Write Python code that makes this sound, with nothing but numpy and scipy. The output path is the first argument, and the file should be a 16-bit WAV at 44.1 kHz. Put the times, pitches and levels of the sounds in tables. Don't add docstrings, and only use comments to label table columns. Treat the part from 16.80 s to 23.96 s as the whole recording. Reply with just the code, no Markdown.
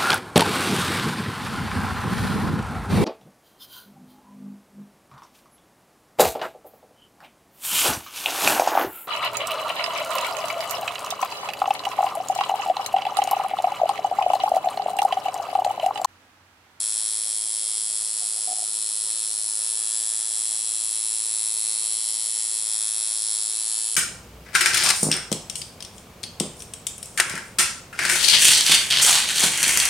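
import sys
import numpy as np
from scipy import signal
from scipy.fft import rfft, irfft, next_fast_len
from scipy.io import wavfile

SR = 44100
rng = np.random.default_rng(int(sys.argv[2]) if len(sys.argv) > 2 else 0)


def wav_record(signal):
    frames = np.transpose(np.atleast_2d(signal))
    bounded = np.clip(frames, -1, 1)
    quanta = np.round(bounded * 32767).astype(np.int16)
    wavfile.write(sys.argv[1], SR, quanta)


def gain_from_db(level_db):
    decades = np.asarray(level_db, float) / 20
    return 10 ** decades


N = 315756

# time in seconds, strokes per second.
ARMATURE_SPEED = [(0.0, 108.8), (1.89, 107.9), (2.27, 108.2), (2.33, 110.3), (2.39, 110.4), (2.47, 107.7),
                  (2.77, 107.9), (2.85, 110.5), (3.07, 109.6), (3.13, 110.1), (4.91, 109.4), (5.42, 110.2),
                  (5.76, 109.9), (5.84, 108.7), (6.22, 109.1), (6.66, 108.1), (6.82, 110.3), (7.16, 110.2)]
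# time in seconds, buzz level in dB, turn from 0 to 1.
HAND_TURN = [
    (0, -25, 0.27),
    (.4, -25.5, 0.3),
    (2.0, -25.5, .1),
    (3.3, -25, 0.08),
    (4.8, -25, 0.53),
    (5.9, -25, 0.64),
    (7.16, -24.5, 1),
]
# pitch in Hz, level in dB, time to fade by 60 dB in seconds.
FRAME_MODES = [(1000, -32, 0.0068), (1240, -25.5, 0.0033), (1916, -22.5, 0.019), (2103, -19.5, 0.0064),
               (2654, -23, 0.02), (3189, -15.5, 0.012), (3668, -12, 0.0048), (4220, -6.5, 0.0099),
               (4818, -17, 0.017), (5330, -10.5, 0.0082), (5744, -14.5, 0.0095), (7100, -6.5, 0.0055),
               (7715, 0.5, 0.0071), (8246, -6, 0.017), (8915, -5, 0.016), (9034, 0.5, 0.0043),
               (10490, 4.5, 0.0058), (10910, 2, 0.0063)]
# delay in ms, level in dB above 6 kHz,
# level in dB from 2 to 6 kHz, level in dB below 2 kHz.
SLAP_ECHOES = [(0, 8, 1.5, 6.5), (0.602, -19.5, 5, -2), (1.148, -6, 4, -21), (2.002, -41, -12, 1.5),
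               (2.902, -7.5, -27, 3.5), (3.602, -9, -2.5, -15), (4.398, -10, -10.5, -8),
               (5.298, -6, -2.5, -6), (6.102, -52, -6, -22)]
# frequency in Hz, level in dB per Hz.
RATTLE_SPECTRUM = [(700, -46), (1200, -35), (1700, -28), (2800, -25), (3500, -19.5), (6500, -12.5),
                   (7500, -10), (9500, -6), (11000, -8), (14000, -50)]
# time in seconds, peak level in dB.
CREAK_SLIPS = [(1.412, -45), (1.424, -44), (1.444, -49), (1.556, -50), (1.577, -44), (1.672, -33),
               (1.681, -35), (1.690, -33.5), (1.7, -36.5), (1.709, -31), (1.725, -31.5), (1.748, -49),
               (1.765, -42.5), (1.781, -35), (1.793, -39), (1.820, -36.5), (1.831, -46)]
# frequency in Hz, level in dB per Hz.
HUM_SPECTRUM = [(15, -50), (25, -24.5), (162, -13.5), (305, -4.5), (356, 0), (928, 0), (977, 3.5),
                (1050, -7), (1330, 0), (1500, -22.5), (1950, -39), (3300, -120)]
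# frequency in Hz, likeness from 0 to 1.
SIDE_LIKENESS = [(30, 1), (150, .96), (500, .9), (1400, .75), (3000, .55), (8000, .55), (11000, .7)]
# frequency in Hz, level in dB per Hz.
SPLATTER_SPECTRUM = [(6560, -52), (11200, -4), (11400, -20.5), (11400, -16), (11500, -8), (12200, -32),
                     (15900, -66), (22000, -120)]
# frequency in Hz, left minus right level in dB.
SIDE_LEAN = [(900, -1.4), (2500, -1.0), (5000, .3), (9000, 1.1)]
# middle in seconds, half length in seconds, timing slack in samples.
NEEDLE_DRAGS = [
    (.6, .15, .4),
    (1.2, .28, .75),
    (2.03, .1, 1.1),
    (2.27, .12, .9),
    (2.44, .08, .6),
    (2.75, .12, 1.0),
    (4.35, .1, .2),
    (5.51, .1, .5),
    (5.87, .15, .4),
    (6.6, .22, 1.1),
]

FIRST_STROKE = .37
EVEN_SLACK = .17
TURN_TOP_DB, TURN_MIDDLE_DB, TURN_LOWER_DB = -10.5, 5, 1
RATTLE_DB, HUM_DB, SPLATTER_DB = -34, -55, -49.5
ROOM_T60_S, ROOM_DB, SEAT_ROOM_DB = .25, -12.5, -4
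WOOD_HZ = 734
BUMP_S, BUMP_DB, BUMP_LENGTH_S = 1.66, -67, .2
CUTOFF_HZ = 11030


def columns_in_time(rows):
    s, *columns = np.transpose(rows)
    return [np.interp(np.arange(N) / SR, s, c) for c in columns]


def at_hz(points, hz):
    point_hz, value = np.transpose(points)
    return np.interp(np.log(hz + 1), np.log(point_hz), value)


def rms_one(x):
    return x / np.sqrt(np.mean(x ** 2) + 1e-20)


def highpass(x, order, hz):
    return signal.sosfilt(signal.butter(order, hz, "high", fs=SR, output="sos"), x)


def drift(rate, at):
    r = np.exp(-200 * np.pi * rate / SR)
    slow = signal.lfilter([1], [1, -2 * r, r * r], rng.standard_normal(N // 100 + 1002))
    slow = slow[1000:]
    return np.interp(at / 100, np.arange(len(slow)), rms_one(slow - slow.mean()))


def clicks(at, sizes):
    whole = np.floor(at).astype(int)[:, None] + np.arange(-7, 9)
    off = whole - at[:, None]
    shape = np.sinc(off) * np.cos(np.pi * off / 16) ** 2
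    return np.bincount(np.clip(whole, 0, N).ravel(), (sizes[:, None] * shape).ravel(), N + 1)[:N]


def ring(x, hz, t60):
    r = gain_from_db(-60 / (t60 * SR))
    w = 2 * np.pi * hz / SR
    return signal.lfilter([0, np.sin(w)], [1, -2 * r * np.cos(w), r * r], x + 1e-18)


def sides(pan_db):
    return gain_from_db(np.array([[.5], [-.5]]) * pan_db)


def coloured_noise(spectrum):
    size = next_fast_len(N)
    hz = np.arange(size // 2 + 1) * SR / size
    alike = np.clip(at_hz(SIDE_LIKENESS, hz), 0, 1)
    mid, side = rfft(rng.standard_normal((2, size)))
    pair = np.sqrt(1 + alike) * mid + np.sqrt(1 - alike) * side * [[1], [-1]]
    return rms_one(irfft(pair * gain_from_db(at_hz(spectrum, hz)), size)[:, :N])


def stroke_count():
    return np.cumsum(columns_in_time(ARMATURE_SPEED)[0]) / SR - FIRST_STROKE


def slap_places():
    strokes = stroke_count()
    return np.interp(np.arange(int(strokes[-1]) + 1), strokes, np.arange(N))


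def slack_at(at):
    slack = EVEN_SLACK
    for s, half, size in NEEDLE_DRAGS:
        slack = slack + size * np.clip(1 - ((at / SR - s) / half) ** 2, 0, 1)
    return slack


def slaps_and_echoes():
    at = slap_places()
    slack = slack_at(at)
    skips = rng.standard_normal(len(at)) * rng.exponential(1, len(at)) ** 1.5 / 2.5
    at = at + slack * skips
    force_db = (.3 + .4 * slack) * rng.standard_normal(len(at)) + .4 * drift(15.0, at)
    blows = 0
    for k, (delay_ms, *range_db) in enumerate(SLAP_ECHOES):
        pan_db = .6 * delay_ms * (-1) ** k
        late = at + delay_ms * (1 + .004 * drift(.3, at)) * SR / 1000
        echo_db = force_db + (delay_ms > 0) * .8 * drift(1.2, at)
        train = clicks(late, gain_from_db(echo_db)) * sides(pan_db)
        blows = blows + gain_from_db(np.array(range_db))[:, None, None] * train
    return blows


def steel_frame(turn):
    blows = slaps_and_echoes()
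    turned = turn - turn.mean()
    frame = 0
    for k, (hz, mode_db, t60) in enumerate(FRAME_MODES):
        turn_db = (TURN_TOP_DB * (8400 < hz < 9700) + TURN_MIDDLE_DB * (6200 < hz < 7400)
                   + TURN_LOWER_DB * (hz < 6200))
        facing_db = turn_db * turned + .7 * drift(.8, np.arange(N))
        pitch_range = int(hz < 6000) + int(hz < 2000)
        struck = blows[pitch_range] * gain_from_db(facing_db)
        sign = (-1) ** min(k, len(FRAME_MODES) - 2)
        frame = frame + sign * ring(struck, hz, t60) * gain_from_db(mode_db) * sides(at_hz(SIDE_LEAN, hz))
    return highpass(frame, 4, 850)


def loose_rattle():
    since_slap = (stroke_count() % 1) / 109.
    shake = 0.68 + np.exp(-since_slap / 0.0013)
    return gain_from_db(RATTLE_DB) * rms_one(shake * coloured_noise(RATTLE_SPECTRUM))


def machine():
    buzz_db, turn = columns_in_time(HAND_TURN)
    frame = rms_one(steel_frame(turn)) * gain_from_db(buzz_db - 0.5)
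    return frame + loose_rattle() * gain_from_db(buzz_db - buzz_db.mean())


def hum():
    return gain_from_db(HUM_DB) * coloured_noise(HUM_SPECTRUM)


def room(x):
    t = np.arange(round(.4 * SR)) / SR
    tail = rng.standard_normal((2, len(t))) * gain_from_db(-60 * t / ROOM_T60_S) * (t > .004)
    tail = signal.lfilter([1], [1, -.65], tail)
    tail = highpass(tail, 2, 500)
    tail = tail / np.sqrt(np.sum(tail ** 2, 1, keepdims=True))
    return signal.fftconvolve(x, tail, axes=1)[:, :N]


def splatter():
    at = slap_places() + 8.9
    bursts = []
    for side in range(2):
        burst_db = 12.0 * np.clip(rng.standard_normal(len(at)), -3, 2)
        bursts.append(clicks(at, gain_from_db(burst_db)))
    gate = signal.fftconvolve(np.array(bursts), np.hanning(90)[None], "same", axes=1) + 0.073
    noise = coloured_noise(SPLATTER_SPECTRUM)[0]
    swell = gain_from_db(np.linspace(-6, 3, N) + 2.0 * drift(6.0, np.arange(N)))
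    splash = rms_one(swell * gate * [noise, noise[::-1]])
    return gain_from_db(SPLATTER_DB) * highpass(splash, 4, 6000)


def seat():
    t, pushes, body = np.arange(N) / SR, np.zeros(N), np.zeros(N)
    for s, peak_db in CREAK_SLIPS:
        i = round(s * SR)
        wave = np.sin(2 * np.pi * WOOD_HZ * t[i:i + 480])
        pushes[i:i + 480] += gain_from_db(peak_db) * np.hanning(480) * wave / 45
        body[i:i + 60] += gain_from_db(peak_db) * np.hanning(60) / 30
    rung = ring(pushes, WOOD_HZ, .022) + gain_from_db(-11.5) * ring(body, 390.0, .03)
    age = np.clip((t - BUMP_S) / BUMP_LENGTH_S, 0, 1)
    rumble = rms_one(signal.lfilter([1], [1, -.97], rng.standard_normal(N)))
    bump = gain_from_db(BUMP_DB) * np.sin(np.pi * np.sqrt(age)) * rumble
    return rung * sides(-2) + bump


def scene():
    buzz, creak = machine(), seat()
    tail = gain_from_db(ROOM_DB) * room(buzz + gain_from_db(SEAT_ROOM_DB) * creak)
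    return buzz + creak + tail + hum()


def roll_off(x):
    return signal.sosfilt(signal.butter(12, 14500, fs=SR, output="sos"), x)


def record(dry):
    wall = signal.firwin(numtaps=801, cutoff=CUTOFF_HZ, fs=SR, window=("kaiser", 7))
    mix = signal.fftconvolve(dry, wall[None], "same", axes=1) + splatter()
    return roll_off(mix)


dry = scene()
out = record(dry)
wav_record(out)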